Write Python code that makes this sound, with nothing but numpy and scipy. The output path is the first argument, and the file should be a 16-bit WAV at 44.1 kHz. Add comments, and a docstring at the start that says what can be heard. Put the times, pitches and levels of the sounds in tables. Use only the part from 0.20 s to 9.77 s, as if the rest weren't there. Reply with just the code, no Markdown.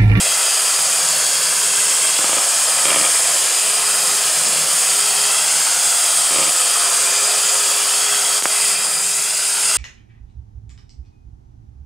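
"""A hand mixer whips egg whites in a plastic bowl, heard from close by through one microphone.
Vent air is noise in flickering bands, gear whirr is noise through housing resonances, and motor tones
are sines at multiples of shaft speed. The beaters churn the foam (pulsed splashes and noise), rumble in
the bowl and now and then rap its wall (ringing modes); late on, the microphone is bumped."""
import sys
import numpy as np
from scipy import signal
from scipy.fft import rfft, irfft
from scipy.io import wavfile
from scipy.ndimage import uniform_filter1d, minimum_filter1d

SR = 44100
rng = np.random.default_rng(int(sys.argv[2]) if len(sys.argv) > 2 else 0)


def digitize_waveform(pressure):
    """Quantize a signal to 16-bit integers and store it at the path in sys.argv[1].

    Rows of a 2-D input are taken as channels; values are limited to [-1, 1].
    """
    field = np.atleast_2d(pressure).T
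    bounded = np.clip(field, -1, 1)
    quanta = np.round(bounded * 32767).astype(np.int16)
    wavfile.write(sys.argv[1], SR, quanta)


def field_ratio(decibels):
    """Amplitude ratio for a level in dB (20 dB per decade); scalars and array-likes work."""
    return 10 ** (np.asarray(decibels, dtype=float) / 20)


N = 422028
GEAR_RATIO = 21.5   # shaft turns per beater turn

# Motor speed, sagging under load. Each row: time in seconds, shaft turns per second.
SHAFT_SPEED = [(0.0, 410.65), (0.75, 409.7), (1.25, 409.2), (1.85, 410.65), (2.25, 410.0), (2.5, 410.2),
               (2.9, 409.0), (3.5, 409.65), (4.45, 409.35), (5.1, 410.85), (6.6, 410.6), (7.0, 411.35),
               (7.75, 410.6), (8.1, 411.35), (8.7, 409.8), (9.25, 410.45), (9.57, 410.16)]
# Modes of the plastic bowl. Each row: frequency in Hz, relative level in dB, t60 in seconds.
BOWL_MODES = [(162, -8, 0.082), (221, -18, 0.068), (319, -14.5, 0.086), (407, -9, 0.033),
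              (541, -13.5, 0.11), (603, -8, 0.035), (794, 3.5, 0.0042), (900, -47, 0.12),
              (990, -30.5, 0.014), (1220, -5, 0.029), (2010, -8, 0.005)]


def rms_one(x):
    """Scale to rms 1."""
    return x / np.sqrt(np.mean(x ** 2) + 1e-20)


def in_time(rows):
    """Columns of a curve table, one value a sample."""
    s, *columns = np.transpose(rows)
    return [np.interp(np.arange(N) / SR, s, c) for c in columns]


def drift(rate_hz):
    """Slow chance of spread 1: coarse noise through a double one-pole low-pass."""
    hop = 40   # samples per coarse step
    r = np.exp(-2 * np.pi * rate_hz * hop / SR)
    coarse = rng.standard_normal(N // hop + 2002)
    slow = signal.lfilter([1], [1, -2 * r, r * r], coarse)[2000:]   # settled part
    return np.interp(np.arange(N) / hop, np.arange(len(slow)), rms_one(slow))


def poles(hz, r):
    """Denominator of a two-pole resonator of pole radius r."""
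    return [1, -2 * r * np.cos(2 * np.pi * hz / SR), r * r]


def ring(clicks, hz, t60_s):
    """A unit click sets a decaying sine of starting height 1 ringing."""
    r = field_ratio(-60 / (max(t60_s, .002) * SR))
    return signal.lfilter([0, np.sin(2 * np.pi * hz / SR)], poles(hz, r), clicks + 1e-18)


def coloured(source, spectrum, slow_db, fast_db, count):
    """The source shaped to the spectrum and cut into overlapping bands that each swell and flicker."""
    hz, level_db = np.transpose(spectrum)
    log_hz = np.log(np.arange(1, N // 2 + 2) * SR / N)
    shaped = rfft(source) * field_ratio(np.interp(log_hz, np.log(hz), level_db, left=-90, right=-90))
    place = (log_hz - np.log(hz[0])) / np.log(hz[-1] / hz[0]) * (count - 1)
    out, together = 0, drift(10.0)
    for k in range(count):
        share = np.clip(1 - abs(place - k), 0, 1) ** .5
        band = irfft(shaped * share, N)
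        flicker = 0.27 * together + drift(23)
        out = out + band * field_ratio(slow_db * drift(0.77) + fast_db * flicker)
    return rms_one(out)


def vent_air():
    """Air blown through the vents: broad hiss whose bands swell and flicker."""
    # Each row: frequency in Hz, relative density in dB per Hz.
    air_spectrum = [(3290, -12), (5600, -11), (5900, -8), (7220, -0.5), (8880, 1.5), (9970, -4),
                    (11500, -13), (12900, -17.5), (15000, -20.5), (15700, -18)]
    return coloured(rng.standard_normal(N), air_spectrum, slow_db=0.84, fast_db=0.83, count=14)


def gear_whirr():
    """Tooth and brush noise sounds through the housing; each resonance turns toward and away from the ear."""
    # Housing resonances. Each row: frequency in Hz, width in Hz, relative level in dB.
    housing_modes = [(2010, 140, -6.5), (2410, 134, -5), (2647, 190, -4), (3257, 300, -4.5), (3918, 69, -7),
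                     (4448, 116, -3.5), (4925, 228, 1.5), (5303, 580, -5)]
    # Resonances near 2 to 2.7 kHz. Each row: time in seconds, level offset in dB.
    low_whirr = [(0, 1), (.8, -1), (1.5, -0.5), (2.5, 0), (3.5, 0), (4.5, -0.5), (5.3, 0.5), (5.8, -1.5),
                 (7, 0), (8.2, -1.5), (8.4, 4), (8.65, 2.5), (9.57, 3)]
    # Resonances near 4.4 to 5.3 kHz. Each row: time in seconds, level in dB, used about its mean.
    high_whirr = [(0.0, -31.5), (1.2, -27.5), (1.36, -29.5), (3.33, -30), (3.44, -30.5), (4.34, -29),
                  (4.8, -29.5), (5.41, -28.5), (5.57, -30.5), (7.43, -30.5), (8.18, -30), (8.21, -32),
                  (8.48, -27), (8.72, -29), (9.52, -28), (9.57, -29)]
    low_top_hz, high_foot_hz = 2900, 4200
    noise = rng.standard_normal(N) * field_ratio(0.62 * drift(42))
    (low_db,), (high_db,) = in_time(low_whirr), in_time(high_whirr)
    out = 0
    for k, (hz, width_hz, db) in enumerate(housing_modes):
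        db = db + low_db * (hz < low_top_hz) + (high_db - high_db.mean()) * (hz > high_foot_hz)
        r = np.exp(-np.pi * width_hz / SR)
        peak = signal.lfilter([(1 - r * r) / 2, 0, (r * r - 1) / 2], poles(hz, r), noise)
        out = out + (-1) ** k * field_ratio(db + 0.8 * drift(0.99) + 0.26 * drift(13.0)) * peak
    band = signal.butter(2, [1700, 5700], "band", fs=SR, output="sos")
    return rms_one(signal.sosfilt(band, out))


def motor_tones(turns):
    """Unbalance hums at shaft speed; fan blades, rotor slots and commutator bars sing at multiples of it."""
    # Hum at shaft speed. Each row: time in seconds, level in dB.
    hum_curve = [(0, -46), (.3, -46.5), (.55, -52), (1.2, -50.5), (1.6, -45.5), (2.1, -46.5), (3, -58),
                 (3.5, -42), (4, -44), (4.25, -54.5), (5, -39), (5.3, -51), (6.25, -52), (6.9, -41.5),
                 (8.4, -41.5), (8.65, -47), (9, -43.5), (9.25, -47), (9.57, -43.5)]
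    # Whines that fade against their own reflection. Each row: multiple of shaft speed, level in dB.
    whines = [(12, -36), (16, -32.5), (24, -32), (32, -49), (36, -54)]
    # Other motor tones, each wavering by chance. Each row: multiple of shaft speed, level in dB.
    wavering_tones = [(3, -54), (4, -47), (13, -47), (15, -51), (18, -43), (21, -47), (25, -52), (28, -58),
                      (37, -57)]
    # the reflection's path changes as the mixer moves
    reflected_share, path_swing_rad, path_rate_hz = 1, 2.36, 0.44
    whine_waver_rad = .55   # fast phase unrest that widens each whine
    shaft_rad = 2 * np.pi * turns
    out = field_ratio(in_time(hum_curve)[0] + 0.81 * drift(4)) * np.sin(shaft_rad + 0.16 * drift(41))
    for k, db in whines:
        path_rad = 2 * np.pi * rng.random() + path_swing_rad * drift(path_rate_hz)
        fading = abs(1 + reflected_share * np.exp(1j * path_rad))
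        tone = np.sin(k * shaft_rad + whine_waver_rad * drift(30))
        out = out + field_ratio(db) * rms_one(fading) * tone
    for k, db in wavering_tones:
        out = out + field_ratio(db + 1.6 * drift(0.88)) * np.sin(k * shaft_rad + 1.3 * drift(50))
    return np.sqrt(2) * out   # peak to rms levels


def churning(turns):
    """Dense splashes in the foam, pulsing with each beater turn and wire; they also set the bowl humming."""
    # Each row: frequency in Hz, relative density in dB per Hz.
    churn_spectrum = [(160, -50), (270, -30.5), (313, -13), (374, -7), (406, -15.5), (448, -14),
                      (523, -5.5), (861, -2.5), (1640, -2), (1900, -6.5), (2470, -47), (4180, -120)]
    beater_rad = 2 * np.pi * turns / GEAR_RATIO
    throb = field_ratio(np.sin(beater_rad) + np.sin(4 * beater_rad))
    sizes = field_ratio(4.2 * np.minimum(rng.exponential(1, N), 5)) * rng.choice([-1, 1], N)
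    splashes = rms_one(sizes * (rng.random(N) < 900 / SR))   # 900 per second
    source = throb * (0.3 * splashes + rng.standard_normal(N))
    bowl_hum = 0
    for k, (hz, db, t60_s) in enumerate(BOWL_MODES[2:]):
        bowl_hum = bowl_hum + (-1) ** k * field_ratio(db) * ring(source, hz, t60_s)
    foam = coloured(source, churn_spectrum, slow_db=1.5, fast_db=-0.5, count=9)
    return rms_one(foam + field_ratio(-13) * rms_one(bowl_hum))


def wire_passes():
    """Each passing wire may strike: time, peak dB and tick dB of the raps in each run along the wall."""
    # Runs along the wall. Each row: start in seconds, length in seconds, peak level in dB,
    # wire tick over the thud in dB, dB lost per step of wire shortfall.
    contacts = [(2.015, 0.18, -25, -5, 6), (2.667, .2, -20.5, 3.5, 1), (4.172, .35, -26, -8, 19),
                (6.12, .18, -23.5, 5, 1)]
    # Each entry: steps by which one of the four wires falls short of the longest.
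    wire_shortfall = [0, 2, 1, 1.5]
    rap_spread_db, tick_spread_db, swell_db, jitter_s = 2.0, 2.0, 2.0, .002
    start_s, length_s, peak_db, tick_db, short_db = np.transpose(contacts)[:, :, None]
    wire = np.arange(32)
    mean_speed = np.mean(SHAFT_SPEED, axis=0)[1]
    after_s = wire * GEAR_RATIO / len(wire_shortfall) / mean_speed
    luck = rng.standard_normal((3, len(contacts), len(wire)))
    peak_db = peak_db - short_db * np.resize(wire_shortfall, len(wire))
    peak_db = peak_db + swell_db * np.sin(np.pi * after_s / length_s) + rap_spread_db * luck[0]
    tick_db = tick_db + tick_spread_db * luck[2]
    touching = after_s <= length_s
    s = start_s + after_s + jitter_s * luck[1] * (wire > 0)
    return s[touching], peak_db[touching], tick_db[touching]


def raps():
    """The wire ticks and chatters along the wall, which thuds a moment later; each mode has its own strength."""
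    # Wire modes. Each row: frequency in Hz, relative level in dB, t60 in seconds.
    wire_modes = [(2400, -6, .014), (2800, -6, .012), (3200, -4, .016)]
    # Hard raps near or within the runs. Each row: time in seconds, peak level in dB,
    # wire tick over the thud in dB.
    hard_raps = [(1.989, -14.5, -2), (2.042, -15.5, -4), (2.093, -19, -5), (2.13, -14, -2),
                 (2.168, -17, -2), (2.182, -18, -10), (2.654, -15, 5), (2.682, -19, 3), (2.704, -16, 6),
                 (2.719, -21, 0), (2.744, -19, 9.5), (2.76, -15.5, 4), (2.774, -24, -3), (2.811, -20, 5),
                 (2.851, -24, 12), (6.107, -20, 0), (6.16, -17, 2), (6.185, -15, 1), (6.216, -20, 4),
                 (6.279, -22, 4)]
    s, peak_db, tick_db = np.hstack([wire_passes(), np.transpose(hard_raps)])
    at, out = np.round(s * SR).astype(int), np.zeros(N)
    luck = rng.standard_normal((len(at), len(BOWL_MODES) + len(wire_modes)))
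    chatter = (rng.random(N) < 500 / SR) * rng.standard_normal(N)
    fade = np.exp(-1 / (.008 * SR))   # 8 ms
    for k, (hz, db, t60_s) in enumerate(BOWL_MODES + wire_modes):
        is_wire = k >= len(BOWL_MODES)
        delay = 20 if is_wire else 50   # samples
        clicks = np.zeros(N)
        clicks[at + delay] = field_ratio(peak_db + is_wire * tick_db + db + 1.5 * luck[:, k])
        clicks += .22 * chatter * signal.lfilter([0, 1], [1, -fade], clicks + 1e-18)
        out += ring(clicks, hz, t60_s)
    # a small bowl radiates little bass
    return signal.lfilter(*signal.butter(1, 420, "high", fs=SR), out)


def bowl_rumble():
    """Low noise in the bowl, before the level set by how deep the beaters dig."""
    # Each row: frequency in Hz, relative density in dB per Hz.
    rumble_spectrum = [(60, -34), (105, -6), (135, -10.5), (155, 1.5), (180, -9.5), (240, -14), (290, -36),
                       (400, -38)]
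    return coloured(rng.standard_normal(N), rumble_spectrum, slow_db=1.1, fast_db=1.2, count=4)


def near_echoes(x):
    """Echoes whose paths stretch and shrink slowly draw wandering ripples through the noise."""
    # Near surfaces (counter, bowl, body, wall). Each row: echo delay in ms,
    # sway in ms as the mixer moves, level in dB.
    surfaces = [(.9, 0.047, -19), (1.7, 0.14, -11.5), (3.1, 0.162, -35.5), (5.3, 0.202, -17),
                (8.9, 0.285, -18.5), (14.3, 0.29, -15)]
    out, now = x.copy(), np.arange(N)
    for delay_ms, sway_ms, db in surfaces:
        lag = (delay_ms + sway_ms * drift(0.377)) * SR / 1000
        out += field_ratio(db) * np.interp(now - lag, now, x, left=0)
    return rms_one(out) * np.std(x)


def bumps():
    """Bumps on the microphone: a sharp pressure spike, then the membrane swings back once."""
    # Each row: spike time in seconds, signed height, rise in ms, swing back in ms, swing share of the height.
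    mic_bumps = [(8.22417, -2.0, .021, .3, .1), (8.25622, 1.2, .085, .14, .42),
                 (8.2608, -.25, .08, .15, .6)]
    out, ms = np.zeros(N), np.arange(300) * 1000 / SR
    for s, height, rise_ms, back_ms, share in mic_bumps:
        spike = np.exp(-(ms / rise_ms - 2) ** 2 / 2)
        after = np.maximum(ms - 3 * rise_ms, 0) / back_ms
        at = round((s - 2 * rise_ms / 1000) * SR)
        out[at:at + len(ms)] += height * (spike - share * after * np.exp(1 - after))
    return out


def scene():
    """All sources reach one microphone, copied to both channels."""
    # How deep the beaters dig, heard as bowl rumble. Each row: time in seconds, level in dB.
    dig_curve = [(0, -47), (.32, -54), (.82, -41), (1.2, -41.5), (2.4, -51.5), (2.66, -41), (2.95, -45),
                 (3.3, -50.5), (3.8, -42), (4.13, -44), (4.25, -34), (4.65, -47), (5.25, -43.5), (5.9, -48),
                 (6.4, -49.5), (7.4, -47), (8.3, -50), (8.56, -42.5), (9.3, -49.5), (9.57, -45)]
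    # The mixer's level, changing once the microphone is shifted. Each row: time in seconds,
    # level offset in dB, further offset in dB of gears and foam against the vent hiss.
    nearness = [(0, 0, -0.5), (8.185, 0, 0.5), (8.208, -4.5, 0), (8.235, 0.5, -4), (8.27, -2, -1),
                (8.31, -1, -0.5), (8.5, 0, -3), (8.56, -3.5, -0.5), (8.87, -2, -3), (9.33, -2.5, -2.5),
                (9.44, -1, -2), (9.57, 0, -3)]
    air_db, gear_db, churn_db = -17, -23.5, -28
    churn_follows = 0.12   # share of the rumble's swing in dB
    turns = np.cumsum(in_time(SHAFT_SPEED)[0]) / SR
    (dig_db,), (near_db, lows_db) = in_time(dig_curve), in_time(nearness)
    foam_db = churn_db + churn_follows * (dig_db - dig_db.mean())
    lows = field_ratio(gear_db) * gear_whirr() + field_ratio(foam_db) * churning(turns)
    noises = field_ratio(air_db) * vent_air() + field_ratio(lows_db) * lows
    mixer = field_ratio(near_db) * (near_echoes(noises) + motor_tones(turns))
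    steady = mixer + field_ratio(dig_db) * bowl_rumble()
    return np.tile(steady + raps() + bumps(), (2, 1))


def top_cut(x):
    """Nothing passes above the cut-off."""
    return signal.sosfilt(signal.butter(12, 15820, fs=SR, output="sos"), x)


def record(dry):
    """The microphone cuts the bass and adds a faint low noise; a limiter looks ahead and fades around high peaks."""
    mic_cut_hz, low_noise_db = 179, -71
    limit, look_ahead_s = .93, .015
    dry = signal.sosfilt(signal.butter(4, mic_cut_hz, "high", fs=SR, output="sos"), dry)
    low_band = signal.butter(1, [45, 110], "band", fs=SR, output="sos")
    low_noise = signal.sosfilt(low_band, rng.standard_normal(N))
    dry = dry + field_ratio(low_noise_db) * rms_one(low_noise)
    span = round(look_ahead_s * SR)
    needed = np.minimum(1, limit / (abs(dry[0]) + 1e-9))
    gain = uniform_filter1d(minimum_filter1d(needed, size=span), size=span)
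    return top_cut(dry * gain)


dry = scene()
out = record(dry)
digitize_waveform(out)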